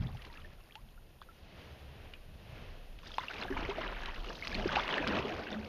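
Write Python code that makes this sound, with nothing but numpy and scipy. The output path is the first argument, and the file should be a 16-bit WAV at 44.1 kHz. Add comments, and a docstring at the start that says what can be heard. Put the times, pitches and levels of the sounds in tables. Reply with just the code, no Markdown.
"""A kayak on choppy water, heard by a microphone in a sealed housing. Earlier churn is calming at the start, with drips
and bubbles plinking by the hull: bent damped sines and sharp pulses. Wavelets then wash past, until a paddle goes in
near 3 s and breaks the water into foam, gulps and fizz: crowds of tiny bubbles over noise, swelling in surges.
Wind and hull rumble as lumpy low noise throughout, and the microphone adds a flickering high hiss."""
import sys
import numpy as np
from scipy import signal
from scipy.fft import rfft, irfft, next_fast_len
from scipy.io import wavfile
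from scipy.ndimage import map_coordinates

SR = 44100
rng = np.random.default_rng(int(sys.argv[2]) if len(sys.argv) > 2 else 0)


def file_out(sig):
    """Save sig as 16-bit WAV at sys.argv[1]."""
    # one column per channel
    cols = np.atleast_2d(sig).T
    # limit, then scale
    lim = np.clip(cols, -1, 1)
    pcm = np.round(lim * 32767).astype(np.int16)
    wavfile.write(sys.argv[1], SR, pcm)


N = 250488

# Wind and hull rumble over time: (time [s], deep buffeting level [dB], hull boom level [dB])
RUMBLE_LEVELS = [(0.0, -43, -38.5), (0.36, -56.5, -60), (0.55, -43.5, -54.5), (0.71, -68, -65),
                 (0.85, -55, -60), (1.3, -63, -61.5), (1.74, -63.5, -51.5), (1.96, -57, -58),
                 (2.25, -48, -57.5), (2.52, -54.5, -51), (2.9, -45.5, -61.5), (3.32, -62, -59),
                 (3.55, -44.5, -45.5), (3.76, -50, -52.5), (3.86, -43.5, -56), (4.2, -42.5, -54),
                 (4.41, -61.5, -60), (4.59, -38.5, -46), (4.69, -48, -41.5), (4.8, -50.5, -57),
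                 (4.9, -51, -60), (5.1, -52, -46), (5.68, -60, -57)]
# Drops smacking the surface or hull: (first touch [s], blow before its spectrum [dB])
SMACK_EVENTS = [(0.17, -32.5), (0.219, -32), (0.2505, -26), (0.3265, -35), (0.3734, -33), (0.754, -22),
                (1.2225, -32), (1.233, -37), (2.136, -28), (2.9893, -30.5), (3.0315, -31), (3.1175, -36),
                (3.1378, -27), (3.182, -12), (3.2186, -26), (3.3403, -20.5), (3.4342, -22), (3.7847, -30),
                (4.0336, -22), (4.0577, -19), (4.244, -23), (4.4718, -12.5), (4.5497, -15.5), (4.8788, -17),
                (4.979, -15.5), (5.0745, -10), (5.1883, -21.5)]
# The clearest bubbles, drops and air pockets under the hull:
# (time [s], starting pitch [Hz], level before the housing [dB], life [cycles], pitch rise over the life [share])
NEAR_BUBBLES = [(0.002, 110, -32, 2.5, 0), (0.023, 3240, -47, 11, 0), (0.05, 117, -30.5, 3.5, 0),
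                (0.071, 3530, -38.5, 7.9, 0), (0.017, 260, -38, 1.5, 0), (0.062, 270, -36, 1.5, 0),
                (0.087, 740, -49, 15, 0.4), (0.088, 1030, -53, 16, .25), (0.13, 2650, -53, 10, 0.013),
                (0.135, 115, -36.5, 4.5, -0.013), (0.148, 796, -43.5, 5.3, 0.028),
                (0.17, 2600, -45.5, 8, .25), (0.192, 1900, -51, 12, 0), (0.219, 2950, -44, 12, .03),
                (0.224, 2400, -48, 8, 0), (0.242, 1030, -48.5, 7.8, 0), (0.248, 1900, -45, 7, .05),
                (0.249, 2900, -43, 8, .1), (0.252, 4479, -43, 5.6, 0), (0.3, 940, -53.5, 24, 0),
                (0.3, 1900, -51, 16, -0.0026), (0.328, 3970, -45, 6.7, 0), (0.352, 1660, -52, 26, .07),
                (0.373, 2710, -41, 11, -0.028), (0.381, 1290, -48.5, 10, 0), (0.419, 2970, -46.5, 8.5, 0),
                (0.447, 1770, -44.5, 17, .02), (0.611, 2760, -53, 8, 0), (0.698, 1770, -51, 6, 0),
                (0.709, 2370, -45, 5.9, 0), (0.723, 3260, -45, 7.5, 0), (0.748, 3250, -52, 12, 0),
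                (0.7545, 2890, -30, 1.6, 0), (0.755, 845, -48, 24, 0.16), (0.888, 3190, -53, 9, 0),
                (0.977, 1400, -52, 11, .03), (1.2157, 3460, -45, 6.6, 0.032), (1.2172, 1150, -31.5, 2, 0),
                (1.223, 1750, -49, 7, -.3), (1.229, 1550, -55, 9, 0), (1.288, 1850, -47, 2, -0.027),
                (1.288, 1354, -48.5, 22, -0.013), (2.136, 2900, -38, 11, 0), (2.138, 2420, -43, 11, 0),
                (2.142, 2950, -49, 14, -.1), (2.152, 2500, -51, 16, 0), (2.988, 3000, -45, 7, 0),
                (3.032, 1080, -45, 5, 0), (3.118, 3430, -36, 8.1, .03), (3.141, 4800, -43.5, 17, 0.023),
                (3.142, 3260, -38, 16, -.02), (3.1826, 1020, -17.5, 4.4, .03),
                (3.1826, 1600, -21, 2.2, 0.027), (3.183, 994, -34.5, 20, .02), (3.1955, 3500, -34, 8, 0),
                (3.21, 2010, -37, 8, .03), (3.283, 2700, -29.5, 13, .04), (3.301, 1550, -37, 7, 0),
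                (3.308, 1420, -36.5, 12, .15), (3.341, 2650, -39, 12, 0), (3.413, 4220, -37, 28, -.03),
                (3.424, 2670, -30, 9, .05), (3.435, 3550, -32.5, 9, -0.014), (3.452, 750, -34.5, 7, -0.036),
                (3.482, 1650, -36.5, 14, 0), (3.502, 375, -29.5, 8.2, 0.036), (3.505, 276, -32.5, 9.7, 0),
                (3.509, 1000, -30, 2, 0), (3.525, 1720, -32, 8, 0), (3.567, 934, -27.5, 5.5, 0),
                (3.625, 310, -35, 5, 0), (3.689, 393, -29.5, 9.6, 0.027), (3.709, 2540, -34, 9, 0),
                (3.712, 933, -34.5, 12, .1), (3.782, 280, -36, 4.6, 0.094),
                (3.783, 640, -27.5, 7.8, -0.0078), (3.878, 3150, -27.5, 4.1, 0),
                (4.035, 1626, -34, 7.8, .03), (4.059, 3880, -34.5, 10, -0.001), (4.084, 970, -34.5, 5.9, 0),
                (4.086, 3000, -35, 7, 0), (4.245, 1310, -37, 4.8, 0), (4.287, 2800, -37.5, 16, 0.05),
                (4.303, 1664, -37, 9.9, 0.0043), (4.303, 1160, -35, 5, 0), (4.424, 2150, -29.5, 10.7, .02),
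                (4.434, 2400, -35, 8.9, .1), (4.448, 4300, -40, 9, 0), (4.472, 2980, -27, 4.2, .07),
                (4.479, 4650, -27.5, 6, .05), (4.517, 2330, -35, 11, 0), (4.527, 1686, -33, 13, 0.04),
                (4.545, 4230, -28.5, 13, 0.02), (4.55, 205, -39, 14, 0), (4.55, 2500, -21.5, 6, 0.012),
                (4.623, 2950, -35, 12, 0), (4.656, 370, -22.5, 3.6, 0), (4.667, 200, -28, 2, 0),
                (4.679, 4900, -29, 5.5, 0), (4.691, 1570, -25, 7.4, -0.021), (4.767, 2700, -28, 9.9, 0),
                (4.767, 780, -20.5, 6.6, 0.099), (4.768, 4800, -34, 8, -.05),
                (4.776, 1170, -29, 12, -0.012), (4.787, 930, -28, 12, .2), (4.797, 1150, -21, 4, .05),
                (4.879, 2800, -28, 3.8, 0), (4.88, 1300, -28, 3, 0), (4.91, 3390, -27.5, 11, 0),
                (4.926, 2960, -23, 5.9, 0), (4.94, 2700, -22.5, 5.1, 0.013), (4.981, 1806, -21, 7, 0),
                (4.995, 301, -32, 8, .02), (5.041, 1600, -30, 10, 0), (5.074, 5000, -36, 16, 0.023),
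                (5.075, 210, -28, 5.8, 0), (5.105, 322, -28, 4.8, -0.017), (5.172, 300, -30.5, 4, 0.04),
                (5.188, 2570, -29, 9.3, .05), (5.249, 409, -32.5, 8.3, 0), (5.313, 750, -32, 6, -0.021),
                (5.468, 1580, -35, 8.1, 0), (5.472, 2710, -33, 8, 0), (5.513, 214.4, -37, 18, 0),
                (5.528, 3570, -35.5, 17, 0), (5.53, 620, -35, 7, 0), (5.56, 216, -36.5, 12.6, 0)]
# Wavelets along the hull, then splashes of the blade; levels are before clumping, and SURGE_SWING scales the 10 dB:
# (peak [s], time to gain the last 10 dB [s], time to lose 10 dB [s], slosh [dB], fizz [dB], spray [dB])
SURGE_EVENTS = [(0.0, .1, .2, -57, -59.5, -69), (0.27, 0.3, 0.35, -65, -59.5, -68),
                (0.5, 0.2, .2, -64, -69, -77), (1.6, 0.22, 0.34, -58, -58.5, -65.5),
                (2.05, 0.36, 0.16, -59.5, -60, -71.5), (2.59, 0.24, 0.35, -56.5, -57, -64.5),
                (3.06, 0.03, 0.25, -62, -59.5, -60.5), (3.21, 0.02, 0.08, -58, -48.5, -57),
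                (3.3, 0.0047, 0.1, -59, -51, -61), (3.435, .09, .02, -47, -42, -55.5),
                (3.6, 0.1828, .3, -45.5, -44.5, -59), (3.83, .08, .2, -45, -40.5, -59),
                (4.08, 0.09, 0.1, -54, -46.5, -62.5), (4.3, 0.15, .1, -48, -50, -56),
                (4.47, 0.1, 0.1, -58, -51.5, -56.5), (4.57, 0.055, 0.25, -40.5, -47, -51),
                (4.77, 0.14, 0.11, -54, -37.5, -56), (4.92, 0.1136, 0.31, -47, -37.5, -55),
                (5.11, .22, 0.31, -36, -40, -55), (5.55, 0.13, 0.02, -43.5, -48.5, -61)]
# Water between surges, before clumping: (slosh [dB], fizz [dB], spray [dB])
CALM_LEVELS = [-68, -72.5, -76]
# How far each layer follows a surge's rise and fall: (slosh [dB per dB], fizz [dB per dB], spray [dB per dB])
SURGE_SWING = [0.95, 1.063, 0.67]

# Tone of the microphone's own noise: (frequency [Hz], relative level [dB])
HISS_TONE = [(5000, -17), (7000, -1.5), (7800, -28), (8300, -12), (9000, -2.5), (13000, 0), (15100, -9.5),
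             (15400, -40)]
# Tone of the wind on the housing: (frequency [Hz], relative level [dB])
BUFFET_TONE = [(10, -40), (22, 5.5), (40, 1), (65, -13.5), (100, -55)]
# Tone of the booming hull: (frequency [Hz], relative level [dB])
HULL_TONE = [(40, -33), (65, 4.5), (100, -3.5), (160, -7.5), (260, -17.5)]
# Tone of a smacking drop: (frequency [Hz], gain [dB])
SMACK_TONE = [(300, -34), (800, -6.5), (3000, 7), (5000, -8.5), (7700, -24.5), (10000, -27), (15000, -45)]
# Muffling of the near bubbles by the housing: (frequency [Hz], gain [dB])
HOUSING_TONE = [(20, -0.5), (4500, 0), (6500, 1), (8000, -12), (16000, -20)]
# Tone of the big sloshing bubbles: (frequency [Hz], relative level [dB])
SLOSH_TONE = [(110, -4), (200, -3.5), (400, -1.5), (700, -2), (1200, -19.5)]
# Tone of the small fizzing bubbles: (frequency [Hz], relative level [dB])
FIZZ_TONE = [(500, -17), (900, -3), (1800, -2), (3000, -3.5), (4500, -15.5)]
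# Tone of the finest spray: (frequency [Hz], relative level [dB])
SPRAY_TONE = [(2500, 2), (3600, -5), (5000, -7.5), (6500, -16), (7600, -35), (9000, -26)]
# Tone of stray bubbles and pattering drops: (frequency [Hz], relative level [dB])
PLINK_TONE = [(250, -5), (600, 2), (2800, -1), (5500, -12)]

BAND_LIMIT_HZ = 16274
SMACK_LAG_S = 0.0008  # from first touch to the peak of a smack
ONSET_TURNS, ONSET_S = 0.3, 0.0001  # a bubble's onset time constant is the sum of both
PLINK_DB, PATTER_DB = -11, -8.5  # stray clear bubbles and ticking drops, relative to the fizz
SETTLE_S = 0.99  # time constant of the earlier churn calming down
BLADE_IN_S, BREAK_S = 2.934, 0.15  # when the blade enters, and how long it takes to break the surface
PADDLE_CHURN = 0.81  # how broken the blade keeps the surface [0-1]
SPLAT_S = 0.002  # time a flung handful of water takes to peak on landing


def amp(db):
    """Gain of a level in dB."""
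    return 10 ** (np.asarray(db) / 20)


def unit(x):
    """Scale a signal to rms 1."""
    return x / np.sqrt(np.mean(x ** 2) + 1e-20)


def along(points, hz):
    """Read a spectrum in dB on a log frequency axis; -120 dB beyond its ends."""
    point_hz, level_db = np.transpose(points)
    return np.interp(np.log(hz + 1), np.log(point_hz + 1), level_db, left=-120, right=-120)


def curves(rows):
    """Draw one sample-by-sample line for each column after the time."""
    s, *columns = np.transpose(rows)
    return [np.interp(np.arange(N) / SR, s, column) for column in columns]


def wobble(rate):
    """Smooth random curve through `rate` knots a second."""
    knots = rng.standard_normal(int(N * rate / SR) + 4)
    return map_coordinates(knots, [np.arange(N) * rate / SR])


def coloured(x, spectrum):
    """Filter a signal through a spectrum."""
    m = next_fast_len(N + 8192)
    gain = amp(along(spectrum, np.fft.rfftfreq(m, 1 / SR)))
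    return irfft(rfft(x, m) * gain, m)[:N]


def noise(spectrum):
    """White noise filtered to a tone."""
    return coloured(rng.standard_normal(N), spectrum)


def blips(s, hz, gain, cycles, rise, rough, size):
    """Bubbles as damped sines whose pitch bends ever faster, by the share `rise` over their life."""
    sample = np.arange(size)
    turns = sample / SR * hz[:, None]
    age = turns / cycles[:, None]
    # the ring fades gently at first, then ever faster
    decay = np.exp(-0.9 * age - 0.31 * age ** 2)
    onset = (1 - np.exp(-turns / (ONSET_TURNS + ONSET_S * hz[:, None]))) ** 2
    end_fade = np.minimum(1, (size - sample) / 64)
    # the bubble's wall wobbles, so phase and strength stray from cycle to cycle: one knot every two turns
    knots = rng.standard_normal((len(s), 2, 400))
    row = np.arange(len(s))[:, None]
    step = np.minimum(turns / 2, 398)
    low, part = step.astype(int), step % 1
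    sway, flutter = [knots[row, k, low] * (1 - part) + knots[row, k, low + 1] * part for k in range(2)]
    # integrating a pitch of hz * (1 + rise * age ** 2) gives the third
    phase = 2 * np.pi * turns * (1 + rise * age ** 2 / 3) + rough * sway
    strength = gain[:, None] * decay * onset * end_fade * (1 + 0.5 * rough * flutter)
    wave = strength * np.sin(phase)
    at = np.round(s * SR).astype(int)[:, None] + sample
    return np.bincount(at.ravel(), wave.ravel(), N + size)[:N]


def foam(spectrum, lo_hz, hi_hz, cycles, spread_db, share, count, size):
    """Random uneven bubbles blended with noise for those too far off to tell apart; `share` is the crowd's power."""
    u = rng.random((count, 5))
    s = u[:, 0] * N / SR
    hz = lo_hz * (hi_hz / lo_hz) ** u[:, 1]
    boost_db = spread_db * np.minimum(-np.log(1 - u[:, 2]), 3.1)
    gain = amp(boost_db) / np.sqrt(cycles / hz)  # evens out the energy of low and high bubbles
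    life = cycles * (0.39 + 2.34 * u[:, 3])
    rise = 0.3 * u[:, 4:] ** 2
    crowd = unit(coloured(blips(s, hz, gain, life, rise, rough=0.35, size=size), spectrum))
    share = np.clip(share, 0, 1)
    far = unit(noise(spectrum))
    return np.sqrt(share) * crowd + np.sqrt(1 - share) * far


def microphone_hiss():
    """The microphone's own noise: high coloured noise whose level flickers."""
    return amp(-77 + 1.5 * wobble(10)) * unit(noise(HISS_TONE))


def rumble():
    """Wind buffets the housing in lumps; the hull booms as waves pass under it."""
    deep_db, hull_db = curves(RUMBLE_LEVELS)
    deep = unit(amp(1.1 * wobble(5.7)) * noise(BUFFET_TONE))
    hull = unit(amp(3.4 * wobble(14)) * noise(HULL_TONE))
    return amp(deep_db) * deep + amp(hull_db) * hull


def smacks():
    """A landing drop is a sharp pulse with a short noisy spatter behind it."""
    t = np.arange(2000) / SR
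    blows = np.zeros(N + len(t))
    for s, db in SMACK_EVENTS:
        blow = 0.12 * amp(-60 * t / 0.03) * rng.standard_normal(len(t))  # spatter, losing 60 dB in 30 ms
        blow[0] = -1  # the pulse itself
        start = round((s + SMACK_LAG_S) * SR)
        blows[start:start + len(t)] += amp(db) * blow
    return coloured(blows[:N], SMACK_TONE)


def near_bubbles():
    """Bubbles heard one by one, muffled by the housing; long-lived ones ring more evenly."""
    s, hz, db, cycles, rise = np.transpose(NEAR_BUBBLES)
    cycles = np.clip(cycles, 1, 28)
    rough = np.minimum(0.06 + 2.3 / cycles, 0.7)
    ringing = blips(s, hz, amp(db), cycles, rise[:, None], rough[:, None], size=8000)
    return coloured(ringing, HOUSING_TONE)


def surface_churn():
    """How broken the surface is, 0-1: earlier churn calms down until the blade goes in."""
    t = np.arange(N) / SR
    earlier = np.exp(-t / SETTLE_S)
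    paddled = PADDLE_CHURN * np.clip((t - BLADE_IN_S) / BREAK_S, 0, 1)
    return np.maximum(earlier, paddled)


def surges():
    """Gains of slosh, fizz and spray: each surge adds its power to the calm."""
    t = np.arange(N) / SR
    power = amp(CALM_LEVELS)[:, None] ** 2 * np.ones(N)
    for s, rise, fall, *peaks_db in SURGE_EVENTS:
        lost_db = 10 * np.maximum((s - t) / rise, (t - s) / fall)
        level_db = np.array(peaks_db)[:, None] - np.outer(SURGE_SWING, lost_db)
        power = power + amp(level_db) ** 2
    return np.sqrt(power)


def splats(count):
    """Quick swells that die within milliseconds, as flung water lands all at once; rms 1 about zero."""
    u = rng.random((count, 2))
    starts = np.bincount((u[:, 0] * N).astype(int), u[:, 1], N)
    age = np.arange(2000) / SR / SPLAT_S
    jumps = signal.fftconvolve(starts, age * np.exp(-age))[:N]
    return unit(jumps - jumps.mean())


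def water():
    """Big bubbles slosh, small ones fizz, the finest spray; churn makes them grainier and clumps them together."""
    slosh_gain, fizz_gain, spray_gain = surges()
    churn = surface_churn()
    clumps = churn * (0.61 * wobble(14) + 0.7 * wobble(40))
    landings = clumps + 0.85 * churn * splats(count=300)
    slosh = foam(SLOSH_TONE, 170.7, 892, cycles=4.9, spread_db=4, share=0.6 * churn, count=2200, size=1500)
    fizz = foam(FIZZ_TONE, 743, 3732, cycles=4.4, spread_db=3.2, share=0.99 * churn, count=4200, size=500)
    spray = foam(SPRAY_TONE, 3290, 7570, cycles=3.1, spread_db=3.8, share=0.85 * churn, count=6000, size=250)
    plinks = foam(PLINK_TONE, 351, 5000, cycles=10, spread_db=1.5, share=0.99, count=1100, size=800)
    # small drops falling back ring for about one cycle, so they tick
    patter = foam(PLINK_TONE, 1010, 3500, cycles=0.92, spread_db=3.5, share=1, count=500, size=200)
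    fizz_bed = fizz + churn * (amp(PLINK_DB) * plinks + amp(PATTER_DB) * patter)
    low = slosh_gain * amp(2.4 * clumps) * slosh
    mid = fizz_gain * amp(1.9 * landings) * fizz_bed
    high = spray_gain * amp(2.26 * landings) * spray
    return low + mid + high


def scene():
    """Everything reaches one microphone."""
    mix = rumble() + smacks() + near_bubbles() + water()
    return mix[None]


def record(dry):
    """The microphone adds its hiss; nothing passes from the band limit up."""
    m = next_fast_len(N + 8192)
    passed = np.fft.rfftfreq(m, 1 / SR) < BAND_LIMIT_HZ
    return irfft(rfft(dry + microphone_hiss(), m) * passed, m)[:, :N]


dry = scene()
out = record(dry)
file_out(out)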